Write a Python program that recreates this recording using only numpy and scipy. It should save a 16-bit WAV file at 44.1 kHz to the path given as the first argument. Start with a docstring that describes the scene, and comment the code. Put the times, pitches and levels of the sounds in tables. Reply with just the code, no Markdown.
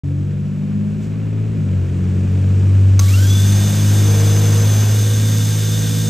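"""A car engine held at a fast idle, heard from just above the open engine bay.
From the start, its firing drone, built from unsteady tones, swells and sags over a throbbing rumble,
rustle and hiss of shaped noise, with knocks on every engine cycle. There is one brief spit of air near 1 s.
Halfway through, a switch snaps as short cracks and decaying rings. A small electric motor then runs up, with
short bursts of tone, to a wavering whine of shaft tones and a rush of air; for a while it runs a little slower."""
import sys
import numpy as np
from scipy import signal
from scipy.fft import rfft, irfft
from scipy.io import wavfile
from scipy.ndimage import uniform_filter1d

SR = 44100
rng = np.random.default_rng(int(sys.argv[2]) if len(sys.argv) > 2 else 0)


def waveform_to_disk(signal):
    """Save audio, clipped to [-1, 1], as 16-bit WAV at the path in sys.argv[1]."""
    frames = np.transpose(np.atleast_2d(signal))
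    scaled = np.clip(frames, -1, 1) * 32767
    samples = np.round(scaled).astype(np.int16)
    wavfile.write(sys.argv[1], SR, samples)


N = 268657
TIME = np.arange(N) / SR  # seconds
BINS = np.fft.rfftfreq(N, 1 / SR)  # Hz

# The engine. Levels in its tables come before the gains named in its functions.
# engine speed: (time [s], firings per second [Hz])
FIRING_RATE = [(0.04, 47.0), (0.29, 48.6), (1.44, 54.3), (1.55, 53.5), (1.71, 47.2), (1.86, 45.5),
               (2.69, 48.4), (3.09, 48.2), (3.71, 51.0), (4.15, 51.0), (5.08, 52.8), (6.04, 53.6),
               (6.09, 53.2)]
# level of the boom, the 2nd multiple of the firing rate: (time [s], level [dB])
BOOM_LEVEL = [(0.04, -23.5), (0.07, -22.5), (0.21, -20.5), (0.61, -29.5), (0.8, -22.5), (0.97, -27.5),
              (1.4, -18), (1.59, -22), (1.78, -15.5), (1.88, -20.5), (2.85, -9), (3.56, -11.5),
              (3.73, -15.5), (3.9, -11.5), (4.81, -12), (6.09, -18.5)]
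# level of the 3rd multiple: (time [s], level [dB])
THIRD_LEVEL = [(0.04, -24.5), (0.09, -21), (1.55, -27.5), (1.57, -24), (2.62, -24), (3.14, -38.5),
               (3.22, -31), (3.81, -22.5), (3.88, -26), (4.49, -22), (5.04, -34.5), (5.31, -26.5),
               (6.09, -22.5)]
# level of the 4th multiple: (time [s], level [dB])
FOURTH_LEVEL = [(0.04, -38), (0.21, -30), (0.87, -18.5), (1.27, -36), (1.74, -22.5), (1.83, -33.5),
                (1.98, -24), (2.31, -23), (3.02, -33), (3.54, -22), (5.58, -34), (6.09, -28.5)]
# weaker engine tones, three firings to a cycle: (multiple of firing rate, level against the rumble [dB])
WEAK_LINES = [(0.97, -12), (4 / 3, -11), (7 / 3, -8.5), (10 / 3, -10), (11 / 3, -4.5), (13 / 3, -5.5),
              (5, -5), (16 / 3, -10), (7, -11.5), (22 / 3, -15.5), (8, -17), (10, -18.5), (11, -24.5),
              (12, -23.5)]
# the bay hums along for a while: (start [s], length [s], level [dB], multiple of firing rate)
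BAY_HUMS = [(0.0, .29, -34, 6), (1.56, .1, -20, 3), (1.75, .9, -43.5, 9), (1.85, 2.1, -37.5, 6),
            (3.88, .7, -31, 6), (4.03, .67, -32.5, 9), (4.87, 1.3, -38.5, 9)]
HUM_RAMP_S = 0.063
# the engine tones lean slowly from left to right: (time [s], left minus right [dB])
DRONE_SIDE = [(0.04, 1.0), (1.3, 1.6), (3.0, .6), (4.3, .5), (6.09, -1.2)]
# knocks given off by the block on every cycle: (frequency [Hz], level of a line against the rustle [dB])
CLATTER_COLOUR = [(120, -0.5), (300, -11), (450, -12.5), (600, -10.5), (850, -14), (1100, -24.5),
                  (1400, -21)]
# how hard the engine works, as the level of its mechanical rustle: (time [s], level [dB])
EFFORT_LEVEL = [(0.06, -52), (3.25, -43), (3.65, -37.5), (3.9, -38), (4.14, -36), (4.93, -37),
                (5.01, -40.5), (6.09, -44)]
# level of the block rumble: (time [s], level [dB])
RUMBLE_LEVEL = [(0.06, -45.5), (0.14, -42), (0.66, -43), (0.78, -41.5), (1.52, -39), (5.21, -37),
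                (5.4, -38.5), (6.09, -41)]
# level of the belt and intake hiss: (time [s], level [dB])
HISS_LEVEL = [(0.06, -62.5), (1.1, -61), (1.15, -62), (2.95, -52.5)]
# colour of the rumble, only its shape counts: (frequency [Hz], level [dB per Hz])
RUMBLE_COLOUR = [(20, -30), (40, -10.5), (60, 1.5), (120, -2.5), (200, -6), (280, -2.5), (400, -6),
                 (520, -10), (700, -19.5), (1200, -47.5), (3000, -71)]
# colour of the rustle, only its shape counts: (frequency [Hz], level [dB per Hz])
RUSTLE_COLOUR = [(200, -32.5), (500, 4.5), (800, 0.5), (1100, -1.5), (1400, -1.5), (1750, -3), (2000, -6),
                 (2400, -2.5), (3200, -9), (4200, -15), (8000, -39)]
# colour of the hiss, only its shape counts: (frequency [Hz], level [dB per Hz])
HISS_COLOUR = [(1500, -22), (3000, -6), (4500, -4), (5300, -1.5), (7000, -0.5), (8500, -1.5), (10000, -8.5),
               (11500, -11.5), (12700, -14.5), (15000, -18), (16000, -21.5)]
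# one brief spit of air
SPIT_S, SPIT_WIDTH_S, SPIT_DB = 1.042, 0.03, -56

# The electric motor runs up from a first kick toward its top speed (turns per second).
KICK_HZ, TOP_HZ, RUN_UP_S, RUN_UP_SHAPE = 60, 265.6, .13, 1.08
# its speed wobbles slowly; one crest of the wobble falls at the given time
WOBBLE_HZ, WOBBLE_CREST_S = 7.42, 3.47
# for a while it labours and runs a little slower (SAG_HZ in turns per second)
SAG_FROM_S, SAG_TO_S, SAG_RAMP_S, SAG_HZ = 3.97, 5.02, .16, 3.7
# air rush and whine at top speed, before the housing; each grows with its own power of the speed
RUSH_DB, RUSH_POWER, WHINE_DB, WHINE_POWER = -30.5, 0.22, -39, 3.1
# strong tones of the shaft: (multiple of shaft rate, level against the whine [dB])
MOTOR_LINES = [(6, -10), (7, -10), (9, -15), (11, -11.5), (13, -13), (14, -16), (18, -14), (20, -15),
               (23, -9), (24, -3), (25, -14), (27, -10), (29, -17), (30, -16), (31, -4), (32, -13)]
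# resonances of the motor's shell: (frequency [Hz], width [Hz], level against the plain wall [dB])
HOUSING_RESONANCES = [(1533, 38, -3.5), (3400, 580, -15.5), (5230, 270, -11), (6270, 200, -2.5),
                      (7050, 85, -6)]
# colour of the air through the motor, only its shape counts: (frequency [Hz], level [dB per Hz])
RUSH_COLOUR = [(400, -8.5), (900, -2), (1800, -1.5), (2500, -4), (3300, 2), (4200, 1.5), (5300, 2),
               (6500, 3), (8500, 3.5), (9800, 4), (11200, 3), (12600, -3.5), (15000, -4.5), (16000, -20)]
# the bearing sings off the shaft's multiples: (multiple of shaft rate, level against the whine [dB])
BEARING_LINES = [(5.85, -14), (13.3, -5), (13.65, -2)]
# short bursts of bearing and shaft tones that stand out as the motor runs up:
# (start [s], length [s], level [dB], multiple of shaft rate)
RUN_UP_BURSTS = [(3.01, .04, -40, 13.65), (3.062, .028, -38, 24), (3.078, .025, -36, 13.65),
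                 (3.1, .085, -43, 6.58), (3.105, .195, -41, 13.65), (3.132, .025, -35, 13.65),
                 (3.17, .13, -45, 20.4), (3.175, .1, -37, 6.58), (3.262, .065, -35, 25),
                 (3.296, .135, -32, 13.65)]
BURST_RAMP_S = 0.0062

# The switch snaps shut and bounces: (time [s], level [dB])
SNAPS = [(2.9935, -17), (2.9962, -17.5), (2.998, -21), (3.0, -25)]
# tones its metal rings with: (frequency [Hz], level [dB], time to fall by 60 dB [s])
SWITCH_RINGS = [(1138, -22, 0.43), (1360, -6, 0.024), (2690, -13, 0.022), (4100, -9, .01),
                (4800, -11, 0.058), (5710, -1, 0.016), (6200, 1, 0.022), (6300, -3, 0.02), (7200, -17, .02),
                (8400, -10, .02)]

# The two microphone ports: (frequency [Hz], how far left leads right [radians])
PORT_PHASE = [(0, 0), (500, 0), (950, .8), (1460, .1), (2200, 0), (3600, .45), (4900, 0), (7200, 0),
              (8000, -.65), (8700, -1.5), (9300, -2.6), (10000, -3.14), (10500, -3.35), (11200, -4.1),
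              (12000, -5.1), (12800, -6.1), (13500, -6.3), (14200, -6.6), (15000, -7.7), (16000, -8.6)]
# stereo width of the noise: (frequency [Hz], likeness of left and right, 1 = the same and 0 = unrelated)
STEREO_LIKENESS = [(60, .97), (200, 0.55), (380, 0.77), (750, .15), (1300, 0.65), (1900, 1), (2400, 1),
                   (3000, 0.99), (3700, 1), (4300, 1), (5000, 1), (7200, 1), (8000, 0.76), (9000, 1),
                   (10000, 1), (11200, 0.81), (13300, 0.97), (15000, 0.78)]
START_S, FADE_S = .035, .002  # silence up to the start, then a short fade-in
EDGE_HZ = 15800  # upper edge of the sound
# limiter: the level it holds peaks to, and how fast it lets go
CEILING_DB, RECOVER_DB_PER_S = -3, 200


def engine_tones(turns, third_db=-0.1, fourth_db=-1, weak_db=6.5, apart=0.15):
    """Regular firing gives clean low multiples of its rate, with rougher weak lines and passing hums."""
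    boom = amp(curve(BOOM_LEVEL)) * line(turns, 2, rough=0.035, rate_hz=11)
    third = amp(curve(THIRD_LEVEL) + third_db) * line(turns, 3, rough=0.07, rate_hz=12)
    fourth = amp(curve(FOURTH_LEVEL) + fourth_db) * line(turns, 4, rough=0.15, rate_hz=10)
    weak = sum(amp(db) * line(turns, k, rough=0.58, rate_hz=2.5) for k, db in WEAK_LINES)
    weak = amp(curve(RUMBLE_LEVEL) + weak_db) * weak
    hums = bursts(turns, BAY_HUMS, HUM_RAMP_S, rough=0.21, rate_hz=10)
    tones = boom + third + fourth + weak + hums
    # standing waves in the bay reach the ports slightly out of step, more so for higher tones up to 240 Hz
    quarter_turned = irfft(rfft(tones) * 1j * np.minimum(BINS, 240) / 200, N)
    side = apart * drift(0.45) * quarter_turned
    lean_db = curve(DRONE_SIDE) * np.array([[.5], [-.5]])
    return np.array([tones + side, tones - side]) * amp(lean_db)


def clatter(turns, gain_db=-2, uneven_db=2, steepness=2.4):
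    """Knocks that come back on every engine cycle: a close comb of lines that grows quickly with load."""
    multiples = np.arange(8, 78) / 3  # a cycle lasts three firings
    hz, db = np.transpose(CLATTER_COLOUR)
    mean_rate_hz = turns[-1] / TIME[-1]
    line_db = np.interp(multiples * mean_rate_hz, hz, db)
    heights = amp(line_db + uneven_db * rng.standard_normal(len(multiples)))
    # build one cycle, then play it round and round at the speed of the engine
    cycle = np.linspace(0, 3, 2048)
    shape = sum(h * np.cos(2 * np.pi * (k * cycle + rng.random())) for k, h in zip(multiples, heights))
    effort_db = curve(EFFORT_LEVEL)
    peak_db = effort_db.max()
    level_db = peak_db + steepness * (effort_db - peak_db)
    return amp(level_db + gain_db) * np.interp(turns % cycle[-1], cycle, shape)


def engine_noise(turns, rumble_db=4.5, rustle_db=2.0, hiss_db=4.5, throb=0.17):
    """Block rumble and valve-gear rustle that throb with each firing, and steadier hiss with one spit."""
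    beat = 1 + throb * np.cos(2 * np.pi * turns)
    rumble = amp(curve(RUMBLE_LEVEL) + rumble_db) * beat * noise(RUMBLE_COLOUR)
    rustle_gain = amp(curve(EFFORT_LEVEL) + rustle_db + 0.79 * drift(90))
    rustle = rustle_gain * np.sqrt(abs(beat)) * noise(RUSTLE_COLOUR)
    spit = amp(SPIT_DB) * np.exp(-((TIME - SPIT_S) / SPIT_WIDTH_S) ** 2)
    hiss_gain = amp(curve(HISS_LEVEL) + hiss_db + .6 * drift(120))
    hiss = (hiss_gain + spit) * noise(HISS_COLOUR)
    return rumble + rustle + hiss


def motor(comb_db=-21, flutter_db=1.3):
    """A fast shaft with a slow wobble; its lines sweep through the housing as it runs up."""
    speed = motor_speed()
    turns = np.cumsum(speed) / SR
    whine_gain = amp(WHINE_DB) * (speed / TOP_HZ) ** WHINE_POWER
    whine = sum(amp(db) * line(turns, k, rough=.18, rate_hz=20) for k, db in MOTOR_LINES)
    # the brushes scrape alike on every turn: a faint comb of multiples 4 to 57
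    comb = sum(np.cos(2 * np.pi * (k * turns + rng.random())) for k in np.arange(4, 58))
    rush_gain = amp(RUSH_DB + flutter_db * drift(200)) * (speed / TOP_HZ) ** RUSH_POWER
    rush = rush_gain * noise(RUSH_COLOUR)
    # the shaft shakes the shell directly, so its lines pass the resonances twice and the air only once
    shaken = whine_gain * housing(whine + amp(comb_db) * comb)
    run_up = bursts(turns, RUN_UP_BURSTS, BURST_RAMP_S, rough=0.32, rate_hz=50)
    running = TIME > SNAPS[0][0]
    return running * (bearing(turns, whine_gain) + run_up + housing(rush + shaken))


def motor_speed():
    """Turns per second: a quick run-up from the snap of the switch, one sag, and a steady wobble."""
    age = np.maximum(TIME - SNAPS[0][0], 0)
    speed = TOP_HZ - (TOP_HZ - KICK_HZ) * np.exp(-(age / RUN_UP_S) ** RUN_UP_SHAPE)
    wobble = .0048 * np.cos(2 * np.pi * WOBBLE_HZ * (TIME - WOBBLE_CREST_S))
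    jitter = .0004 * drift(50)
    return (speed - SAG_HZ * labouring()) * (1 + wobble + jitter)


def labouring():
    """1 while the motor sags under load, otherwise 0, with ramps between."""
    return held(SAG_FROM_S, SAG_TO_S, SAG_RAMP_S)


def bearing(turns, whine_gain, sing_db=.5, labour_db=-3):
    """Rough steady tones off the shaft's multiples, which ease while the motor labours."""
    sing = sum(amp(db) * line(turns, k, rough=0.96, rate_hz=35) for k, db in BEARING_LINES)
    return amp(sing_db + labour_db * labouring()) * whine_gain * sing


def housing(x):
    """The motor shell lifts whatever passes through its resonances."""
    lift = sum(amp(db) / (1 + 2j * (BINS - hz) / width) for hz, width, db in HOUSING_RESONANCES)
    return irfft(rfft(x) * (1 + lift), N)


def switch(crack_db=-3, crack_t60_s=0.023):
    """Each blow of the contact is a short crack of noise and a ring of its metal, both dying away."""
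    out = np.zeros(N)
    for start, blow_db in SNAPS:
        age = np.maximum(TIME - start, 0)
        ring = sum(amp(db - 60 * age / t60) * np.sin(2 * np.pi * hz * age) for hz, db, t60 in SWITCH_RINGS)
        crack = amp(crack_db - 60 * age / crack_t60_s) * rng.standard_normal(N) * (age > 0)
        out += amp(blow_db) * (ring + crack)
    return out


def line(turns, multiple, rough, rate_hz):
    """One multiple of a rotation, unsteady in strength and phase, with an rms of 1."""
    angle = 2 * np.pi * (multiple * turns + rng.random())
    tone = (1 + rough * drift(rate_hz)) * np.cos(angle) + rough * drift(rate_hz) * np.sin(angle)
    return evened(tone)


def bursts(turns, rows, ramp, rough, rate_hz):
    """Multiples of a rotation that each swell, hold for a while and stop."""
    out = np.zeros(N)
    for start, length, db, multiple in rows:
        out += amp(db) * held(start, start + length, ramp) * line(turns, multiple, rough, rate_hz)
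    return out


def noise(colour):
    """Coloured stereo noise, wider where left and right are less alike; its common part has an rms of 1."""
    shared, apart = rfft(rng.standard_normal((2, N))) * amp(read(colour))
    same = np.clip(read(STEREO_LIKENESS), -1, 1)
    mid = irfft(shared * np.sqrt(1 + same), N)
    side = irfft(apart * np.sqrt(1 - same), N)
    return np.array([mid + side, mid - side]) / np.std(mid)


def drift(rate_hz):
    """A smooth random wander with an rms of 1, quicker for a higher rate."""
    points = rng.standard_normal(int(2 * rate_hz * TIME[-1]) + 4)
    smooth = signal.resample_poly(points, 8, 1)
    return evened(np.interp(TIME * 2 * rate_hz, np.arange(len(smooth)) / 8, smooth))


def held(start, end, ramp):
    """Rises, holds at 1 and falls again between two times."""
    return np.clip(np.minimum(TIME - start, end - TIME) / ramp, 0, 1)


def curve(rows):
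    """A table over time, joined by straight lines."""
    seconds, value = np.transpose(rows)
    return np.interp(TIME, seconds, value)


def read(points):
    """A table over frequency, read at every bin along a logarithmic scale."""
    hz, value = np.transpose(points)
    return np.interp(np.log(BINS + 1), np.log(hz + 1), value)


def evened(x):
    """Scales to an rms of 1."""
    return x / np.sqrt(np.mean(x ** 2) + 1e-20)


def amp(db):
    """Decibels to gain."""
    return 10 ** (np.asarray(db) / 20)


def scene():
    """Engine, motor and switch, close together in the bay."""
    turns = np.cumsum(curve(FIRING_RATE)) / SR  # one turn per firing
    return engine_tones(turns) + clatter(turns) + engine_noise(turns) + motor() + switch()


def record(dry):
    """The ports shift the treble against each other; then the start, a peak limiter and the band limit."""
    lead = np.exp(.5j * read(PORT_PHASE) * np.array([[1], [-1]]))
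    heard = irfft(rfft(dry) * lead, N) * np.clip((TIME - START_S) / FADE_S, 0, 1)
    # the louder side sets one gain for both; it drops at once and recovers steadily
    over_db = np.maximum(20 * np.log10(abs(heard).max(0) + 1e-9) - CEILING_DB, 0)
    recovery = RECOVER_DB_PER_S * TIME
    duck_db = np.maximum.accumulate(over_db + recovery) - recovery
    duck_db = uniform_filter1d(duck_db, size=32)
    low_pass = signal.firwin(511, EDGE_HZ, window=("kaiser", 9), fs=SR)
    return signal.oaconvolve(heard * amp(-duck_db), low_pass[None], "same")


dry = scene()
out = record(dry)
waveform_to_disk(out)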